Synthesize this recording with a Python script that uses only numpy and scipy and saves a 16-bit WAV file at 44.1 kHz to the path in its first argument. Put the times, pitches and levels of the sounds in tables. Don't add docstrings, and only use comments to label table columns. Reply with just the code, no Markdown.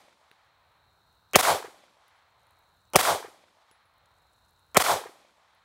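import sys
import numpy as np
from scipy import signal
from scipy.fft import rfft, irfft
from scipy.io import wavfile
from scipy.ndimage import uniform_filter1d

SR = 44100
rng = np.random.default_rng(int(sys.argv[2]) if len(sys.argv) > 2 else 0)


def elevation(decibels):
    levels = np.asarray(decibels, float)
    return 10 ** (levels / 20)


def digitize_waveform(pressure):
    field = np.atleast_2d(pressure).T
    bounded = np.clip(field, -1, 1)
    quanta = np.round(bounded * 32767).astype(np.int16)
    wavfile.write(sys.argv[1], SR, quanta)


N = 248724
ECHO_N = int(1.8 * SR)

# [f/Hz, level/dB per Hz]
AIR_SPECTRUM = [(25, -15), (45, -3), (75, 4), (130, -4.5), (250, -14.5), (400, -14), (700, -10.5),
                (1200, -3.5), (1900, -21), (3000, -21), (5000, -27.5), (8500, -29), (12000, -31),
                (16000, -28)]
AIR_DB = -66
INSECT_HZ, INSECT_WIDTH_HZ, INSECT_DB = 3990, 740, -72.5
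DUCK_DB, DUCK_HOLD_S, DUCK_BACK_S = -12.5, 0.56, 0.44
# [busiest t/s, rate/grains per s]
RUSTLES = [
    (1.05, 90),
    (2.6, 400),
    (4.4, 430),
]
RUSTLE_DB, RUSTLE_SPREAD_S, RUSTLE_REST_PER_S = -85, 0.27, 26
# [t/s, peak level/dB, f/Hz]
TRIGGER_TICKS = [(1.1514, -64, 8800), (1.312, -52, 7000), (2.3957, -62, 9100), (2.4323, -61, 8700),
                 (2.4687, -56, 10200), (2.5081, -54.5, 11200), (2.5914, -56, 13600), (2.8074, -64, 7800),
                 (2.8533, -61, 6500), (2.9011, -57, 10900), (3.9811, -58, 14000), (4.1846, -60, 7500),
                 (4.22, -62, 9000), (4.3328, -55, 9100), (4.4506, -60, 7800), (4.493, -60, 8300),
                 (4.508, -57, 10500), (4.5623, -63, 6700), (4.5943, -57, 9700), (4.6661, -63, 10400),
                 (4.716, -58, 8700)]
# [t/s, peak level/dB, ring level/dB re peak, knock level/dB re peak, knock f/Hz]
CASE_HITS = [
    (.3142, -52, -28, 7, 2600),
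    (.4475, -70, -18, -2, 1600),
    (2.0812, -51, -26, -8, 1600),
    (2.1624, -69, -10, -4, 1800),
    (3.7128, -51, -12, 5, 4300),
    (3.856, -64, -12, -4, 1700),
    (5.5494, -57, -24, -2, 1600),
]
# [f/Hz, level/dB, t60/s]
BRASS_MODES = [(10170, 0, .15), (10290, -6, .12)]
# [f/Hz, level/dB, t60/s]
SAND_MODES = [(1500, -3, .007), (450, -9, .02)]
# [t/s after crack, peak level/dB, f/Hz]
SLIDE_CLACKS = [(0.0392, -18, 10970), (0.05, -19, 9000), (.0545, -15, 8574)]
# [t/s after crack, peak level/dB, f/Hz]
BANK_FACES = [(.0332, -15, 1580), (.0519, -20.5, 842), (.0834, -26.5, 765), (.0951, -12, 1360),
              (.1168, -17, 1000), (.126, -13.5, 900), (.1319, -10.5, 700), (.139, -15.5, 756),
              (.1462, -13, 895.4), (.154, -13.5, 749), (.1701, -16.5, 674.2), (.1929, -24, 467),
              (.2019, -22.5, 685), (.2276, -27.5, 1130), (.2459, -32, 450), (.2697, -28.5, 980),
              (.291, -29, 453), (.3269, -41.5, 379), (.3895, -46.5, 660), (.4145, -58, 1060),
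              (.481, -48, 603), (.483, -50, 2010), (.5261, -50, 1410), (.5715, -56, 1050), (.612, -54, 603)]
FACE_CRACK_DB = -17
# [f/Hz, level/dB]
PIT_COLOUR = [(40, -5), (100, -9.5), (200, -5.5), (330, -4.5), (500, -0.5), (750, 2), (1200, 1.5),
              (1700, -7.5), (2400, 2.5), (3300, 0), (5000, -5), (10000, -1), (15500, -9.5)]
# [t/s after crack, level/dB]
RETURN_STRENGTH = [
    (.006, -27),
    (.027, -38.5),
    (.032, -28),
    (.055, -27),
    (.07, -30.5),
    (.15, -31),
    (.29, -58),
    (.48, -76.5),
    (1.3, -106),
]
# [f/Hz, level/dB per Hz]
RETURN_SPECTRUM = [(120, -43), (700, -31), (2400, -34.5), (9000, -38.5)]
DULLING_DB_PER_OCTAVE, DULLING_HZ, DULLING_S = -2.5, 9000, 0.44
AIR_LOSS_DB_PER_S = -18.5
# [t/s after crack, level/dB per Hz, length/s, f/Hz]
SURFACE_BOOMS = [(.008, -55, .012, 150), (.033, -65, .012, 90.8), (0.057, -64.5, .01, 110.7),
                 (0.169, -56, 0.02, 120), (.29, -82, 0.034, 111), (0.034, -58.5, .006, 1500),
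                 (.142, -56, .02, 750), (.2, -69.5, .03, 550), (0.3, -79, 0.017, 1504),
                 (0.02, -51, 0.012, 68.23), (.45, -95.5, 0.14, 200)]
BOOM_OCTAVES = 0.58
# [t/s after crack, level/dB per Hz, length/s, f/Hz, width/octaves]
FAR_TREES = [(.48, -106, 0.068, 2800, 0.9), (.72, -109, .17, 2700, 1.1), (1.05, -112, 0.22, 2400, 0.67),
             (.66, -103, .05, 1000, .9), (.81, -100, .12, 1300, .8), (1.15, -101, .3, 1000, 1.2)]
# [f/Hz, width/Hz, level/dB]
PATH_NOTCH = (2780, 300, -7)
# [t/s after crack, peak level/dB, f/Hz, cycles]
MUZZLE_GAS = [(0.002, -7, 1170, 4.3), (.0041, -4.5, 680, 2.6), (0.0062, -12.5, 470, 3.2),
              (.0092, -11, 530, 2.1), (.004, -11.5, 230, 0.95), (0.0095, -29.5, 110, 1.3),
              (.002, -9, 2330, 5), (0.0053, -12.5, 1850, 5)]
GROUND_S, GROUND_DB = .005, -3
# [t/s, blast level/dB, gain dip/dB, lead-in f/Hz, lead-in level/dB]
SHOT_EVENTS = [
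    (-.398, 0.5, -10.5, 1500, -12),
    (1.3568, 1.5, -13, 2490, -9),
    (2.9577, 0.15, -6.5, 687.5, -14),
    (4.769, -0.08, -10.5, 1302, -13),
]
ECHO_DB = -1.37
DIP_S, DIP_LENGTH_S = .0558, .0105


def bell(hz, centre_hz, octaves):
    return np.exp(-(np.log2(hz / centre_hz) / octaves) ** 2)


def band(x, hz, octaves):
    f = np.maximum(np.fft.rfftfreq(len(x), 1 / SR), 1)
    y = irfft(rfft(x) * bell(f, hz, octaves), len(x))
    return y / np.std(y)


def noise_band(n, hz, octaves):
    return band(rng.standard_normal(n), hz, octaves)


def along(table, hz):
    table_hz, table_db = np.transpose(table)
    return np.interp(np.log(hz), np.log(table_hz), table_db)


def walk(rate_hz):
    hold = int(SR / rate_hz)
    steps = np.repeat(rng.standard_normal(N // hold + 1), hold)
    return 0.4 * uniform_filter1d(steps, hold)[:N]


def ring(modes, seconds):
    t = np.arange(int(seconds * SR)) / SR
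    return sum(elevation(db - 60 * t / t60_s) * np.sin(2 * np.pi * hz * t) for hz, db, t60_s in modes)


def puff(hz, octaves, decay_s):
    t = np.arange(1024) / SR
    return noise_band(len(t), hz, octaves) * np.exp(-t / decay_s) / 2


def thud(db, hz, cycles):
    t = np.arange(-512, 512) / SR
    return elevation(db) * np.cos(2 * np.pi * hz * t) * np.exp(-(2 * t * hz / cycles) ** 2)


def add(out, x, s):
    i = int(round(s * SR))
    a, b = np.clip([i, i + len(x)], 0, len(out))
    out[a:b] += x[a - i:b - i]


def countryside():
    air = 0
    for hz in 30 * 2 ** np.arange(0, 9.1, .5):
        db = along(AIR_SPECTRUM, hz) + 1.5 * walk(9.6)
        air = air + elevation(db) * np.sqrt(hz) * noise_band(N, hz, .36)
    f = np.fft.rfftfreq(N, 1 / SR)
    chorus_shape = 1 / (1 + (2 * (f - INSECT_HZ) / INSECT_WIDTH_HZ) ** 6)
    chorus = irfft(rfft(rng.standard_normal(N)) * chorus_shape, N)
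    out = air / np.std(air) * elevation(AIR_DB)
    out += chorus / np.std(chorus) * elevation(INSECT_DB + 2.0 * walk(14))
    t = np.arange(N) / SR
    duck = 0
    for s, *_ in SHOT_EVENTS:
        recovery_s = np.clip(t - s - DUCK_HOLD_S, 0, None)
        duck = duck + (t > s) * np.exp(-recovery_s / DUCK_BACK_S)
    return out * elevation(DUCK_DB * duck)


def rustle():
    t = np.arange(N) / SR
    rate = RUSTLE_REST_PER_S + sum(busy * np.exp(-((t - s) / RUSTLE_SPREAD_S) ** 2) for s, busy in RUSTLES)
    grains = (rng.random(N) < rate / SR) * elevation(2.2 * rng.exponential(size=N))
    tail = np.convolve(grains, np.exp(-np.arange(300) / SR / .002))[:N]
    return elevation(RUSTLE_DB) * tail * noise_band(N, 7200, 0.95)


def trigger():
    out = np.zeros(N)
    for s, db, hz in TRIGGER_TICKS:
        add(out, elevation(db + 1.0) * puff(hz, 0.51, 0.001), s)
    return out


def cases():
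    out = np.zeros(N)
    for s, db, ring_db, knock_db, knock_hz in CASE_HITS:
        add(out, elevation(db) * puff(11000, .8, .0008), s)
        knock = ring(SAND_MODES, .2)
        add(knock, puff(knock_hz, .9, .0015), 0)
        add(out, elevation(db + ring_db) * ring(BRASS_MODES, .2) + elevation(db + knock_db) * knock, s)
    return out


def scatter(leaves, air, stable_hz=2500):
    t = np.arange(ECHO_N) / SR
    strength_db = np.interp(t, *np.transpose(RETURN_STRENGTH))
    travel = np.minimum(t / DULLING_S, 1)
    grain_db = 2.5 * walk(90)[:ECHO_N]
    swells = []  # (gain, f/Hz, octaves)
    for s, db, length_s, hz in SURFACE_BOOMS:
        swells.append((elevation(db) * np.exp(-((t - s) / length_s) ** 2), hz, BOOM_OCTAVES))
    for s, db, length_s, hz, octaves in FAR_TREES:
        swells.append((elevation(db + grain_db) * np.exp(-((t - s) / length_s) ** 2), hz, octaves))
    out = 0
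    for hz in 45 * 2 ** np.arange(0, 8.6, .5):
        db = strength_db + 0.87 * grain_db * travel + along(RETURN_SPECTRUM, hz)
        db += DULLING_DB_PER_OCTAVE * np.log2(max(hz, 500) / DULLING_HZ) * travel
        if hz > 10000:
            db += AIR_LOSS_DB_PER_S * np.minimum(t, .45) * ((hz / 10000) ** 2 - 1)
        gain = elevation(db) + sum(swell * bell(hz, centre_hz, octaves) for swell, centre_hz, octaves in swells)
        same = 1 / (1 + (hz / stable_hz) ** 2)
        sound = band(np.sqrt(same) * leaves + np.sqrt(1 - same) * air, hz, .36)
        out = out + gain * elevation(along(PIT_COLOUR, hz)) * np.sqrt(.35 * hz) * sound
    hz, width_hz, db = PATH_NOTCH
    f = np.fft.rfftfreq(ECHO_N, 1 / SR)
    notch = elevation(db / (1 + ((f - hz) / width_hz) ** 2))
    return irfft(rfft(out) * notch, ECHO_N) * np.clip(t / 0.0018, 0, 1)


def faces():
    out = np.zeros(ECHO_N)
    for s, db, hz in BANK_FACES:
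        add(out, thud(db - 3, hz, 2.8), s - 512 / SR)
        add(out, thud(db - 8, 1.6 * hz, 3.5), s - 400 / SR)
        add(out, elevation(db + FACE_CRACK_DB) * puff(3500, .8, .002), s - .001)
    return out


def slide():
    out = np.zeros(ECHO_N)
    for s, db, hz in SLIDE_CLACKS:
        add(out, elevation(db) * puff(hz, 0.37, 0.00053), s)
    return out


def lead_in(hz, db, bang, ahead_s=1024 / SR, swell_s=.0055):
    n = int(ahead_s * SR)
    t = np.arange(n) / SR - ahead_s
    noise = noise_band(n, hz, 0.89) + 0.48 * noise_band(n, 3100, 0.53) + .35 * noise_band(n, 400, .7)
    dull = signal.sosfilt(signal.ellip(6, 1, 50, 3200, fs=SR, output="sos"), noise)
    start = bang[:n]
    copy = start * np.exp(-(t + ahead_s) / .008) + .3 * np.roll(start, n // 2)
    hiss = elevation(-50.0) * rng.standard_normal(n)
    return elevation(-23.5) * copy + hiss + dull * (elevation(db) * np.exp(t / swell_s) + elevation(-45))


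def blast():
    out = np.zeros(2048)
    for s, db in ((.0004, 0), (GROUND_S, GROUND_DB)):
        add(out, elevation(db + 2.5) * puff(5500, 1.3, 0.0014), s)
    for s, db, hz, cycles in MUZZLE_GAS:
        add(out, thud(db, hz, cycles), s - 512 / SR)
    return .9 * np.tanh(1.2 * out)


def shots():
    out = np.zeros(N)
    leaves, banks = rng.standard_normal(ECHO_N), faces()
    t = np.arange(ECHO_N) / SR
    dip_edges_s = DIP_S + np.array([0, .001, DIP_LENGTH_S, DIP_LENGTH_S + .006])
    dip = np.interp(t, dip_edges_s, [0, 1, 1, 0])
    ends_s = [s for s, *_ in SHOT_EVENTS[1:]] + [N / SR]
    for (s, blast_db, dip_db, lead_hz, lead_db), end_s in zip(SHOT_EVENTS, ends_s):
        bang = elevation(blast_db) * blast()
        echo = scatter(leaves, rng.standard_normal(ECHO_N)) + banks + slide()
        echo = echo * elevation(blast_db + ECHO_DB + dip_db * dip)
        add(out, echo * (t < end_s - s), s)
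        add(out, bang, s)
        lead = lead_in(lead_hz, lead_db, bang)
        add(out, lead, s - len(lead) / SR)
    return out


def scene():
    return (countryside() + rustle() + trigger() + cases() + shots())[None]


def top_cut(x):
    return signal.sosfilt(signal.butter(12, 16800, fs=SR, output="sos"), x)


def record(dry, top=.67, low_hz=45, high_hz=15750):
    held = dry / (1 + np.abs(dry / top) ** 4) ** .25
    held = signal.sosfilt(signal.butter(2, low_hz, "high", fs=SR, output="sos"), held)
    held = signal.sosfilt(signal.ellip(8, .2, 45, high_hz, fs=SR, output="sos"), held)
    return top_cut(held)


dry = scene()
out = record(dry)
digitize_waveform(out)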